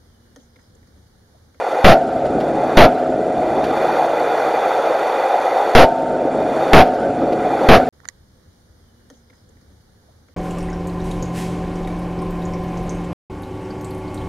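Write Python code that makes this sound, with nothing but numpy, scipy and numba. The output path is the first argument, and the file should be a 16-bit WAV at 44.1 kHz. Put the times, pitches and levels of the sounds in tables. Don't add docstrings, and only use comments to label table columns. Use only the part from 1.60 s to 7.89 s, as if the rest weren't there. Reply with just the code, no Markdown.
import sys
import numpy as np
from scipy import signal
from scipy.fft import rfft, irfft, next_fast_len
from scipy.io import wavfile
from scipy.ndimage import uniform_filter1d, map_coordinates
from numba import njit

SR = 44100
rng = np.random.default_rng(int(sys.argv[2]) if len(sys.argv) > 2 else 0)


def magnitude_from_level(level_db):
    exponent = np.asarray(level_db, float) / 20
    return 10 ** exponent


def generate_wav(signal):
    frames = np.transpose(np.atleast_2d(signal))
    scaled = np.clip(frames, -1, 1) * 32767
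    pcm = np.round(scaled).astype(np.int16)
    wavfile.write(sys.argv[1], SR, pcm)


N = 277389

# start in seconds, then levels in dB of plate, hull, lower rib and upper rib.
BLOWS = [
    (0.2444, 21.5, 5, -7, 5),
    (1.1724, 21, 5.5, 8, 4.5),
    (4.151, 23.5, 3, 1.5, 11),
    (5.1331, 23, 8, -5.5, 6.5),
    (6.0881, 22.5, 7.5, -5, -12),
]


def unit(x):
    return x / np.sqrt(np.mean(x ** 2) + 1e-20)


def along(points, hz):
    f, v = np.transpose(points)
    return np.interp(np.log(hz + 1), np.log(f + 1), v)


def filtered(x, response):
    m = next_fast_len(N + SR // 2)
    return irfft(rfft(x, m) * response(np.fft.rfftfreq(m, 1 / SR)), m)[..., :N]


def follow(x, span):
    keep = np.exp(-1 / (span * SR))
    return signal.lfilter([1 - keep], [1, -keep], x)


def noise(spectrum, patchy_db):
    hz, t, z = signal.stft(rng.standard_normal((2, N)), SR, nperseg=512)
    field = uniform_filter1d(rng.standard_normal(z.shape[1:]), size=3, axis=0)
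    field = uniform_filter1d(field, size=4, axis=1)
    gain = spectrum(hz)[:, None]
    gain = gain / np.sqrt(np.mean(gain ** 2))
    return hz, t, z * magnitude_from_level(patchy_db * unit(field)) * gain


def ports(z, hz):
    # frequency in Hz, level in dB of the differing part under the common one.
    apart = [(700, -75), (950, -101.5), (2000, -36), (4000, -19), (7500, -18)]
    z = z * np.array([np.ones_like(hz), magnitude_from_level(along(apart, hz))])[:, :, None]
    mid, side = signal.istft(z, SR, nperseg=512)[1][:, :N]
    return np.array([mid + side, mid - side])


def struck(spectrum, t60, column, patchy_db, build_s):
    def excited(hz):
        treble_db = 4 * np.log2(hz / 700 + 1)
        return magnitude_from_level(along(spectrum, hz) + treble_db)

    out = np.zeros((2, N))
    for blow in BLOWS:
        hz, t, z = noise(excited, patchy_db)
        decay = magnitude_from_level(blow[column] - 60 * t / along(t60, hz)[:, None])
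        build = 1 - np.exp(-(t + 0.0071) / build_s)
        ring = ports(z * decay * build, hz)
        start = round(blow[0] * SR)
        out[:, start:] += ring[:, :N - start]
    return out


def lines(modes, column, unsteady):
    out, t = np.zeros(N), np.arange(N) / SR
    for blow in BLOWS:
        age = np.clip(t - blow[0], 0, None)
        for hz, level, t60 in modes:
            drift = map_coordinates(rng.standard_normal(128), [t * 14], order=1)
            level_db = blow[column] + level + rng.normal(0, 1.67)
            size = magnitude_from_level(level_db - 60 * age / t60) * (age > 0)
            out += size * np.sin(2 * np.pi * hz * age + unsteady * drift)
    return out


def rush():
    # time in seconds, level of the rush in dB.
    flow = [(0, -19.5), (2.3, -11), (3.2, -16.5), (4.5, -17), (6.3, -8.5)]
    # frequency in Hz, width in Hz, level in dB.
    housing = [(510, 4.3, -8), (682, 25, -3), (1344, 290, -9), (2007, 43, -9.5), (2424, 29, -12.5),
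               (3430, 27, -16), (3637, 39, -16.5), (4234, 16, -21), (4494, 48, -18.5), (5620, 28, -20.5),
               (6040, 66, -24.5), (6620, 190, -25.5), (7320, 81, -24.5)]
    # frequency in Hz, density in dB per Hz.
    water = [(18, -81), (30, -51), (347, 0), (390, 19), (469, -17), (526, 12.5), (648, -4), (744, 11.5),
             (1030, -9.5), (7500, -102), (9750, -67), (16500, -120)]

    def transmitted(f):
        peaks = sum(magnitude_from_level(db) ** 2 / (1 + (2 * (f - c) / w) ** 2) for c, w, db in housing)
        stiff = magnitude_from_level(-46) + 1 / (1 + (300 / (f + 1)) ** 4)
        return stiff * np.sqrt(peaks + magnitude_from_level(along(water, f) - 3.0) ** 2)

    hz, t, z = noise(transmitted, patchy_db=1.5)
    steady = magnitude_from_level(np.interp(t, *np.transpose(flow)))
    shake_db, shake_t60 = -20.5, 0.75
    shake = 0
    for s, db, *_ in BLOWS:
        shake = shake + magnitude_from_level(db + shake_db - 60 * np.clip(t - s, 0, 9) / shake_t60) * (t > s)
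    upper = 1 + (1700 / (hz[:, None] + 1)) ** 6
    return ports(z * (steady + shake / upper), hz)


def ticks():
    # start in seconds, peak level in dB.
    knocks = [(0.386, -17), (.65, -11), (.8, -12), (2.0374, -8), (3.252, -22.5), (5.72, -9)]
    out, t = np.zeros(N), np.arange(SR // 10) / SR
    for s, db in knocks:
        burst = magnitude_from_level(db + 10.0 - 60 * t / 0.07) * (1 - np.exp(-t / 0.012))
        out[round(s * SR):][:len(t)] += burst * rng.standard_normal(len(t))
    return filtered(out, lambda hz: (hz > 1500) / (1 + (hz / 4000) ** 2))


def ribs():
    # frequency in Hz, level in dB, t60 in seconds.
    lower_rib = [(637, -6, 3.5)]
    upper_rib = [(904.4, -7, 1.1)]
    return lines(lower_rib, column=3, unsteady=1.0) + lines(upper_rib, column=4, unsteady=0.9)


def hull():
    # frequency in Hz, density in dB per Hz.
    boom = [(22, -56.5), (45, -25), (70, -14), (140, -18), (260, -1), (400, -4.5), (540, -3), (700, -3.5),
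            (850, -13.5), (1000, -28), (1300, -12.5), (1520, -13), (1650, -25), (7500, -46)]
    # frequency in Hz, t60 in seconds.
    boom_t60 = [(60, 2.54), (150, 2.28), (300, 2.67), (600, 2.39), (1000, 1.39), (3000, 1.004)]
    # frequency in Hz, level in dB, t60 in seconds.
    long_modes = [(142.3, -21, 3.32), (257.5, -3.5, 1.54), (328.4, -17, 4.8), (431.3, -12, 3.08),
                  (543, -8.5, 3), (715.5, -5, 2.56), (756.7, -7, 2.08)]
    dense = struck(boom, boom_t60, column=2, patchy_db=3.0, build_s=0.11)
    return dense + lines(long_modes, column=2, unsteady=1.34)


def chatter():
    # frequency in Hz, density in dB per Hz.
    rattle = [(700, -18.5), (1300, 4), (2100, -6), (3500, -11), (5500, -13), (7500, -23)]
    swell, push = np.zeros(N), np.zeros(N)
    for s, db, *_ in BLOWS:
        age = np.arange(N) / SR - s
        swell += magnitude_from_level(db - 18.5) * np.exp(-np.abs((age - .05) / 0.044) ** 3) * (age > 0)
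        fading = np.clip(age, 0, 1)
        sharp = magnitude_from_level(db + 1.5 - 60 * fading / 0.014)
        lasting = magnitude_from_level(db - 10 - 60 * fading / 0.22)
        push -= (sharp + lasting) * (age > 0)
    heave = unit(filtered(rng.standard_normal(N), lambda hz: hz / (1 + (hz / 70) ** 3)))
    contact = unit(filtered(rng.standard_normal(N), lambda hz: magnitude_from_level(along(rattle, hz))))
    return push + swell * (magnitude_from_level(-3.5) * heave + contact)


def plate():
    # frequency in Hz, density in dB per Hz.
    clang = [(30, -47), (120, 3), (350, -1.5), (700, -1), (900, -10), (1300, -19), (2200, -17),
             (4000, -28.5), (7500, -66)]
    # frequency in Hz, t60 in seconds.
    clang_t60 = [(100, .2), (400, .3), (700, .5), (1100, .22), (5000, .13)]
    # frequency in Hz, level in dB, t60 in seconds.
    bending = [(659.4, -17, 1), (694, -13.5, 1), (746.7, -10.5, 0.78)]
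    dense = struck(clang, clang_t60, column=1, patchy_db=2, build_s=.001)
    return dense + lines(bending, column=1, unsteady=0.51)


def scene():
    # frequency in Hz, left minus right in dB.
    lean = [(800, 0), (1100, -0.6), (2500, -1.8), (5000, -0.5), (7500, -4)]
    wet = rush() + ticks() + ribs() + hull() + chatter() + plate()
    return filtered(wet, lambda hz: magnitude_from_level(np.array([[.5], [-.5]]) * along(lean, hz)))


@njit
def slewed(want_db, fall, ease, rise):
    out = np.zeros(len(want_db))
    for i in range(1, len(out)):
        gap = want_db[i] - out[i - 1]
        out[i] = out[i - 1] + (max(gap * ease, -fall) if gap < 0 else min(gap, rise))
    return out


def gain_control(x, aim_db, fall_db, ease, rise_db, span, lag):
    level = follow(np.mean(x, axis=0) ** 2, span)
    want = np.minimum(aim_db - 10 * np.log10(level + 1e-9), 0)
    late = np.maximum(want, np.pad(want, (round(lag * SR), 0))[:N])
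    return x * magnitude_from_level(slewed(late, fall_db / SR, 1 / (ease * SR), rise_db / SR))


def overload(x, sag, spread, settle, leak, span):
    low, high, held = .9, .6, .4
    excess = follow(np.clip(np.abs(x) - low, 0, None), span=.005)
    stages = [np.clip(x - (sag + k * spread) * excess, -low, high) for k in (-1, 1)]
    edges = x - follow(x, span=0.000067)
    y = sum(stages) / 2 + leak * edges
    return y + settle * follow(np.clip(-follow(y, span) - held, 0, None), span)


def converter(x):
    # frequency in Hz, density in dB per Hz.
    hiss = [(3000, -17), (6500, -10), (7000, -8), (7300, 6.5), (7500, -5)]
    rate, edge_hz, top_hz = 16000, 7560, 15420
    x = x + magnitude_from_level(-39) * unit(filtered(rng.standard_normal(N), lambda hz: magnitude_from_level(along(hiss, hz))))
    x = filtered(x, lambda hz: (hz < edge_hz) / np.sqrt(1 + (hz / 6000) ** 6))
    count = round(N * rate / SR)
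    slow = signal.resample(x, count, axis=1)
    x = np.array([np.interp(np.arange(N) * count / N, np.arange(count), c) for c in slow])
    return filtered(x, lambda hz: (hz < top_hz) * np.where(hz > rate / 2, magnitude_from_level(2.0), 1))


def thinned(x, floor_db, side_db, range_db, mood_db, rich, size):
    hz, t, z = signal.stft(np.array([x[0] + x[1], x[0] - x[1]]) / 2, SR, nperseg=2048)
    band = np.sqrt(np.abs(uniform_filter1d(np.abs(z) ** 2, size=size, axis=1)))
    mid, side = np.repeat(band[:, ::size], size, axis=1)[:, :len(hz)]
    chance = uniform_filter1d(rng.standard_normal(band[0, ::size].shape), size=3, axis=1)
    chance = np.repeat(unit(chance), size, axis=0)[:len(hz)]
    threshold = np.maximum(magnitude_from_level(floor_db), magnitude_from_level(-range_db) * mid[:24 * size].mean(axis=0))
    keep = (mid > threshold * magnitude_from_level(mood_db * chance)) | (hz[:, None] < 3800)
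    spare = rng.random(len(t)) < rich
    keep_side = keep & ((side > magnitude_from_level(side_db)) & (hz[:, None] > 900) | spare)
    mid, side = signal.istft(z * np.array([keep, keep_side]), SR, nperseg=2048)[1][:, :N]
    return np.array([mid + side, mid - side])


def band_limit(x):
    return signal.sosfilt(signal.butter(12, 15420, fs=SR, output="sos"), x)


def record(dry):
    x = gain_control(dry, aim_db=-17.5, fall_db=601, ease=0.057, rise_db=44.5, span=0.01, lag=0.056)
    x = overload(x, sag=.55, spread=0.5, settle=2.4, leak=.015, span=.005)
    x = converter(x)
    x = thinned(x, floor_db=-86.5, side_db=-88.5, range_db=37.5, mood_db=3.0, rich=0.13, size=12)
    return band_limit(np.clip(x, -1, 1))


dry = scene()
out = record(dry)
generate_wav(out)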